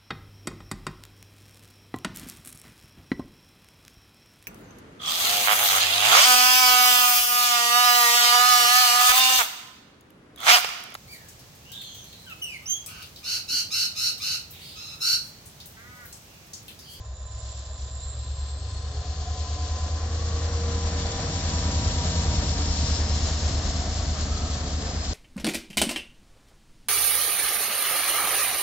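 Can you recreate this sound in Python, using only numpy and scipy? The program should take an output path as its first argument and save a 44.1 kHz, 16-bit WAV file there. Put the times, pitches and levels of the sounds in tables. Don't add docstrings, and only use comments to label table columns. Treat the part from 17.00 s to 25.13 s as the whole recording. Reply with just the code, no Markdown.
import sys
import numpy as np
from scipy import signal
from scipy.fft import rfft, irfft
from scipy.io import wavfile
from scipy.ndimage import map_coordinates

SR = 44100
rng = np.random.default_rng(int(sys.argv[2]) if len(sys.argv) > 2 else 0)


def wav_record(signal):
    frames = np.transpose(np.atleast_2d(signal))
    bounded = np.clip(frames, -1, 1)
    quanta = np.round(bounded * 32767).astype(np.int16)
    wavfile.write(sys.argv[1], SR, quanta)


N = 358753
TIME = np.arange(N) / SR
FREQS = np.maximum(np.arange(N // 2 + 1) * SR / N, 1)
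TRAIN_M_PER_S, TRACK_M, ABREAST_S = 16.48, 16.97, 4.55


def from_db(db):
    return 10 ** (np.asarray(db) / 20)


def rms_one(x):
    return x / np.sqrt(np.mean(x ** 2) + 1e-20)


def in_time(rows):
    s, *columns = np.transpose(rows)
    return [np.interp(TIME, s, c) for c in columns]


def over_hz(points):
    hz, value = np.transpose(points)
    return np.interp(np.log(FREQS), np.log(hz), value)


def colour(noise_spectrum, spectrum):
    low_skirt = np.minimum(1, FREQS / spectrum[0][0])
    high_skirt = np.minimum(1, spectrum[-1][0] / FREQS)
    gain = from_db(over_hz(spectrum)) * (low_skirt * high_skirt) ** 2
    return rms_one(irfft(noise_spectrum * gain, N))


def drift(rate):
    knots = rng.standard_normal(int(2 * rate * N / SR) + 4)
    coarse = map_coordinates(knots, [2 * rate * TIME[::16]], order=2, mode="nearest")
    return rms_one(coarse).repeat(16)[:N]


# (f/Hz, likeness 0 to 1)
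LIKENESS = [(60, 1), (120, 0.98), (250, 0.94), (500, 0.77), (1000, 0.56), (2000, 0.22), (4000, 0.19),
            (8000, 0.59)]


def stereo_noise():
    alike = np.clip(over_hz(LIKENESS), 0, 1)
    mid, side = rng.standard_normal((2, len(FREQS))) + 1j * rng.standard_normal((2, len(FREQS)))
    return np.sqrt(1 + alike) * mid + np.sqrt(1 - alike) * side * [[1], [-1]]


def unsteady_tone(cycles, width_hz):
    in_phase = drift(width_hz) * np.cos(2 * np.pi * cycles)
    quadrature = drift(width_hz) * np.sin(2 * np.pi * cycles)
    return rms_one(in_phase + quadrature)


def swell(at, width):
    return np.exp(-((TIME - at) / width) ** 2 / 2)


def surges(rows):
    return sum(added_db * swell(at, width) for at, width, added_db in rows)


def passing(level_db, loudest_s, coming_db, going_db):
    along = TRAIN_M_PER_S * (loudest_s - TIME)
    doublings = np.log2(np.hypot(along, TRACK_M) / TRACK_M)
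    return level_db - doublings * np.where(along > 0, coming_db, going_db)


def heading():
    along = TRAIN_M_PER_S * (ABREAST_S - TIME)
    return along / np.hypot(along, TRACK_M)


# (t/s, turns per s)
CRANK = [(0.0, 8.034), (0.5, 8.255), (1.0, 8.348), (1.5, 8.709), (2.0, 9.154), (2.5, 9.463), (3.0, 9.718),
         (3.5, 9.902), (4.0, 9.917), (4.5, 9.798), (5.0, 9.657), (5.5, 9.476), (6.0, 9.354), (6.5, 9.27),
         (7.0, 9.269), (7.5, 9.217), (8.13, 9.188)]


def crank_speed():
    return in_time(CRANK)[0]


def crank_angle(turns):
    return 2 * np.pi * (turns - np.interp(.0418, TIME, turns))


def load_db(db_per_turn=5, cruise_turns_per_s=9.35):
    return db_per_turn * (crank_speed() - cruise_turns_per_s)


# (t/s, f/Hz, level/dB midway between the sides)
BIRD = [(.77, 5100, -69), (.78, 5300, -57), (.795, 5780, -55), (.82, 6080, -55), (.855, 6240, -63),
        (.88, 6150, -68), (.92, 5650, -62), (.96, 5300, -78)]


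def bird(pan_db=4.0):
    hz, level_db = in_time(BIRD)
    singing = (TIME > BIRD[0][0]) & (TIME < BIRD[-1][0])
    whistle = singing * np.sin(2 * np.pi * np.cumsum(hz) / SR)
    return whistle * from_db(level_db + np.array([[1], [-1]]) * pan_db)


# (t/s, bell width/s, added level/dB)
TREBLE_DIP = [(1.35, 0.46, -3.5)]


def dulled(hiss, treble_hz=5270):
    treble = irfft(rfft(hiss) * (FREQS > treble_hz), N)
    return hiss + treble * (from_db(surges(TREBLE_DIP)) - 1)


# (f/Hz, relative level/dB per Hz)
ROLLING_FAR = [(250, -16.5), (360, -7), (500, 0.5), (640, 0), (760, 0.5), (860, -8), (1130, -3), (1420, -9),
               (1780, -7), (2150, -17.5), (2600, -17.5), (4000, -28)]
ROLLING_NEAR = [(250, -11), (360, -4.5), (500, -1.5), (640, 1.5), (760, 0), (860, -7.5), (1130, -4),
                (1420, -8), (1780, -7), (2150, -11.5), (2600, -16), (4000, -30.5)]
HISS_LEFT = [(1200, -19.5), (2400, -11), (3000, -5.5), (3600, -4), (4300, 0), (4750, -1.5), (5500, -1),
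             (6200, -5), (6800, -7.5), (7550, -11), (7900, -40.5)]
HISS_RIGHT = [(1200, -23), (2400, -13), (3000, -6.5), (3600, -2), (4300, -4.5), (4900, -6), (5500, -4.5),
              (6200, -1), (6800, 4.5), (7450, 4.5), (7800, -5.5), (8000, -35.5)]
# (level/dB before trims, loudest t/s, dB lost per doubling coming, same going)
ROLLING_PASS = (-40, 4.5, 8, 1.65)
HISS_PASS = (-37, 5, 8, 3)
# (t/s, level/dB re full)
HISS_ONSET = [(.25, -4.5), (.45, 0)]
# (t/s, bell width/s, added level/dB)
WHEEL_SURGES = [(.52, 0.14, 3.5), (2.45, 0.57, 3), (3.89, 0.02, 1.5), (5.92, 0.07, 2.5), (6.24, .07, 2),
                (7.54, .03, 1.5)]


def wheels(rolling_db=3.0, left_db=5.0, right_db=2.5, rough_db=0.92, flicker_db=0.72, surge_share=0.43):
    surge_db = surges(WHEEL_SURGES)
    roll_db = passing(*ROLLING_PASS) + surge_share * surge_db + rolling_db + rough_db * drift(15)
    near = np.interp(TIME, [2.3, 4.0], [0, 1])
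    far_roar = np.sqrt(1 - near) * colour(stereo_noise(), ROLLING_FAR)
    near_roar = np.sqrt(near) * colour(stereo_noise(), ROLLING_NEAR)

    hiss_db = passing(*HISS_PASS) + in_time(HISS_ONSET)[0] + surge_db
    hiss_db = hiss_db + flicker_db * (drift(9) + drift(40))
    left, right = stereo_noise()
    left_hiss = from_db(left_db) * colour(left, HISS_LEFT)
    right_hiss = from_db(right_db) * colour(right, HISS_RIGHT)
    hiss = dulled(np.array([left_hiss, right_hiss]))
    return (far_roar + near_roar) * from_db(roll_db) + hiss * from_db(hiss_db)


# (t/s, bell width/s, f/Hz, bandwidth/Hz, level/dB)
SQUEALS = [(.5, 0.47, 635, 42, -58), (1.793, 1.4, 3573, 140, -61), (2.51, .4, 733, 40, -46),
           (3.304, 0.27, 1114, 51, -50.5), (4.1, 0.089, 3480, 50, -51), (5.65, 0.062, 279, 14, -37.5),
           (5.805, .3, 5050, 150, -44.5), (6.362, 0.032, 6620, 25, -56), (6.707, 1.0, 4355, 160, -51.5),
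           (6.895, 0.29, 684.6, 59, -46.5), (7.384, 0.1, 1282, 72, -47.5), (7.954, 0.12, 5100, 90, -45)]


def squeals():
    out = 0
    for at, width, hz, width_hz, level_db in SQUEALS:
        out = out + from_db(level_db) * swell(at, width) * unsteady_tone(hz * TIME, width_hz)
    return out


# (level/dB, loudest t/s, dB lost per doubling coming, same going)
GEAR_PASS = (-45.5, 5, 7, 12.5)
# (t/s, bell width/s, added level/dB)
GEAR_SWELLS = [(2.75, 0.23, 7.5), (3.2, .11, -7)]


def traction_gear(mesh_hz=979.6, sound_m_per_s=343, waver_rad=0.66, flutter_db=2.5):
    hz = mesh_hz / (1 - TRAIN_M_PER_S * heading() / sound_m_per_s)
    level_db = passing(*GEAR_PASS) + surges(GEAR_SWELLS) + flutter_db * drift(14)
    phase = 2 * np.pi * np.cumsum(hz) / SR + waver_rad * drift(19)
    return np.sqrt(2) * from_db(level_db) * np.sin(phase)


# (multiple of crank speed, bandwidth/Hz, level/dB midway, loudest t/s, bell width/s, left-right level/dB)
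WHINES = [(471, 160, -58, 2.1, 1, 12.5), (569, 190, -43, 6.0, 0.73, 7.5), (583, 150, -63, 4.3, 0.94, 11),
          (880, 120, -49, 1.08, 0.13, -15.5), (863.5, 160, -51, 1.3, 0.36, -11),
          (880, 92, -52.5, 0.49, 0.31, -18.5), (866, 240, -56.5, 0.77, 0.54, -11)]


def whines(turns, flutter_db=1.4):
    out = 0
    for multiple, width_hz, level_db, at, width, pan_db in WHINES:
        tone = np.array([unsteady_tone(multiple * turns, width_hz) for side in range(2)])
        side_db = level_db + flutter_db * drift(7) + np.array([[.5], [-.5]]) * pan_db
        out = out + tone * swell(at, width) * from_db(side_db)
    return out


# (level/dB, loudest t/s, bell width/s)
TURBO = [(-58.5, 1.7, 1), (-49.5, 4.45, 0.83)]
# (t/s, lower, upper)
TURBO_ORDERS = [(3.9, 486, 568), (5.1, 486, 564)]


def turbocharger(turns, waver_rad=.7, side_waver_rad=.5, flutter_db=2.5):
    out = 0
    for multiple, (level_db, at, width) in zip(in_time(TURBO_ORDERS), TURBO):
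        phase = 2 * np.pi * np.cumsum(multiple * np.gradient(turns)) + waver_rad * drift(25)
        tone = np.array([np.sin(phase + side_waver_rad * drift(20)) for side in range(2)])
        out = out + np.sqrt(2) * tone * swell(at, width) * from_db(level_db + flutter_db * drift(14))
    return out


# (multiple of crank speed, level/dB, loudest t/s, bell width/s)
FAN = [(31.56, -54.5, 3.1, 1.05), (47.4, -40, 3.73, 0.41), (47.9, -48, 5.3, 0.7), (46.5, -55.5, 2.17, 0.49),
       (47.7, -49.5, 7.8, 0.71), (52.1, -54.5, 4.7, 1.8), (79.6, -49, 4.6, 0.68), (79, -52, 7.3, 1.1)]


def fan(turns, waver_rad=0.46, flutter_db=1.5):
    out = 0
    for multiple, level_db, at, width in FAN:
        tone = np.sqrt(2) * np.sin(2 * np.pi * multiple * turns + waver_rad * drift(5))
        out = out + tone * swell(at, width) * from_db(level_db + flutter_db * drift(6))
    return out


# (f/Hz, relative level/dB per Hz)
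RUMBLE = [(12, -23.5), (22, -8), (33, -9.5), (45, 1), (68, -8), (88, -6), (112, -11.5), (150, -22.5)]
ROAR = [(70, -20.5), (125, 4.5), (170, 0.5), (205, 4), (250, 0), (275, 2.5), (340, -10.5), (480, -27),
        (800, -36.5)]
# (level/dB, loudest t/s, dB lost per doubling coming, same going)
RUMBLE_PASS = (-32.5, 6, 5, 2.6)
ROAR_PASS = (-38, 5, 10, 0.15)


def rumble_and_roar(turns, puff=0.57, throb=0.46):
    angle = crank_angle(turns)
    sag = 1 - throb * np.cos(angle)
    rumble = from_db(passing(*RUMBLE_PASS)) * sag * colour(stereo_noise(), RUMBLE)
    puffs = 1 + puff * np.cos(8 * angle)
    roar = from_db(passing(*ROAR_PASS) + load_db()) * puffs * colour(stereo_noise(), ROAR)
    return rumble + roar


# (multiple of crank speed, relative level/dB from ahead, relative level/dB from the side)
ORDERS = [(5, -51, -38.5), (6, -53.5, -49), (7, -41, -34.5), (9, -41.5, -32.5), (10, -55, -45),
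          (11, -42.5, -35.5), (13, -39.5, -71.5), (14, -77, -41.5), (15, -52, -60), (16, -66, -42),
          (17, -59.5, -45.5), (18, -64, -40.5)]
# (level/dB, loudest t/s, dB lost per doubling coming, same going)
FIRING_PASS = (-26.5, 6, 2.15, 4.5)
SIDE_NOTES_PASS = (-30.5, 5, 5.5, 5)
# (t/s, bell width/s, added level/dB)
FIRING_SWELLS = [(1.38, 0.17, 3), (4.24, .14, -11), (5.15, 0.31, -3.5)]


def exhaust(turns, uneven_db=4.0, upper_lag_rad=2.6, smear_rad=.45):
    firing_db = passing(*FIRING_PASS) + load_db() + surges(FIRING_SWELLS)
    side_db = passing(*SIDE_NOTES_PASS)
    angle = crank_angle(turns)
    side_on = np.interp(TIME, [1.6, 4.1, 6.0, 8.1], [0, 0.98, 0.97, 0.46])
    sides, power = 0, 0
    for order, ahead_db, abreast_db in ORDERS:
        gain = from_db(ahead_db + (abreast_db - ahead_db) * side_on)
        above = max(order - 12, 0)
        delay = (above > 0) * order * upper_lag_rad + smear_rad * above ** 2
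        sides = sides + gain * from_db(uneven_db * drift(3)) * np.cos(order * angle - delay)
        power = power + gain ** 2
    firing = from_db(firing_db) * np.cos(8 * angle)
    return np.sqrt(2) * (firing - from_db(side_db) * sides / np.sqrt(power))


def scene(lead_samples=3.3):
    turns = np.cumsum(crank_speed()) / SR
    locomotive = exhaust(turns) + rumble_and_roar(turns) + fan(turns) + whines(turns) + traction_gear()
    left, right = locomotive + wheels() + squeals()
    lag = lead_samples * np.interp(TIME, [0, 3.5, 5.2, 6.5, 8.1], [-0.3, 0.77, 1.49, -0.034, -0.77])
    right = map_coordinates(right, [np.arange(N) - lag], order=3, mode="nearest")
    train = np.array([left, right]) * from_db([[.2], [-.2]])
    return train + turbocharger(turns) + bird()


def record(dry, cutoff_hz=8100):
    low_pass = signal.ellip(12, .1, 90, cutoff_hz, fs=SR, output="sos")
    return signal.sosfilt(low_pass, dry)


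dry = scene()
out = record(dry)
wav_record(out)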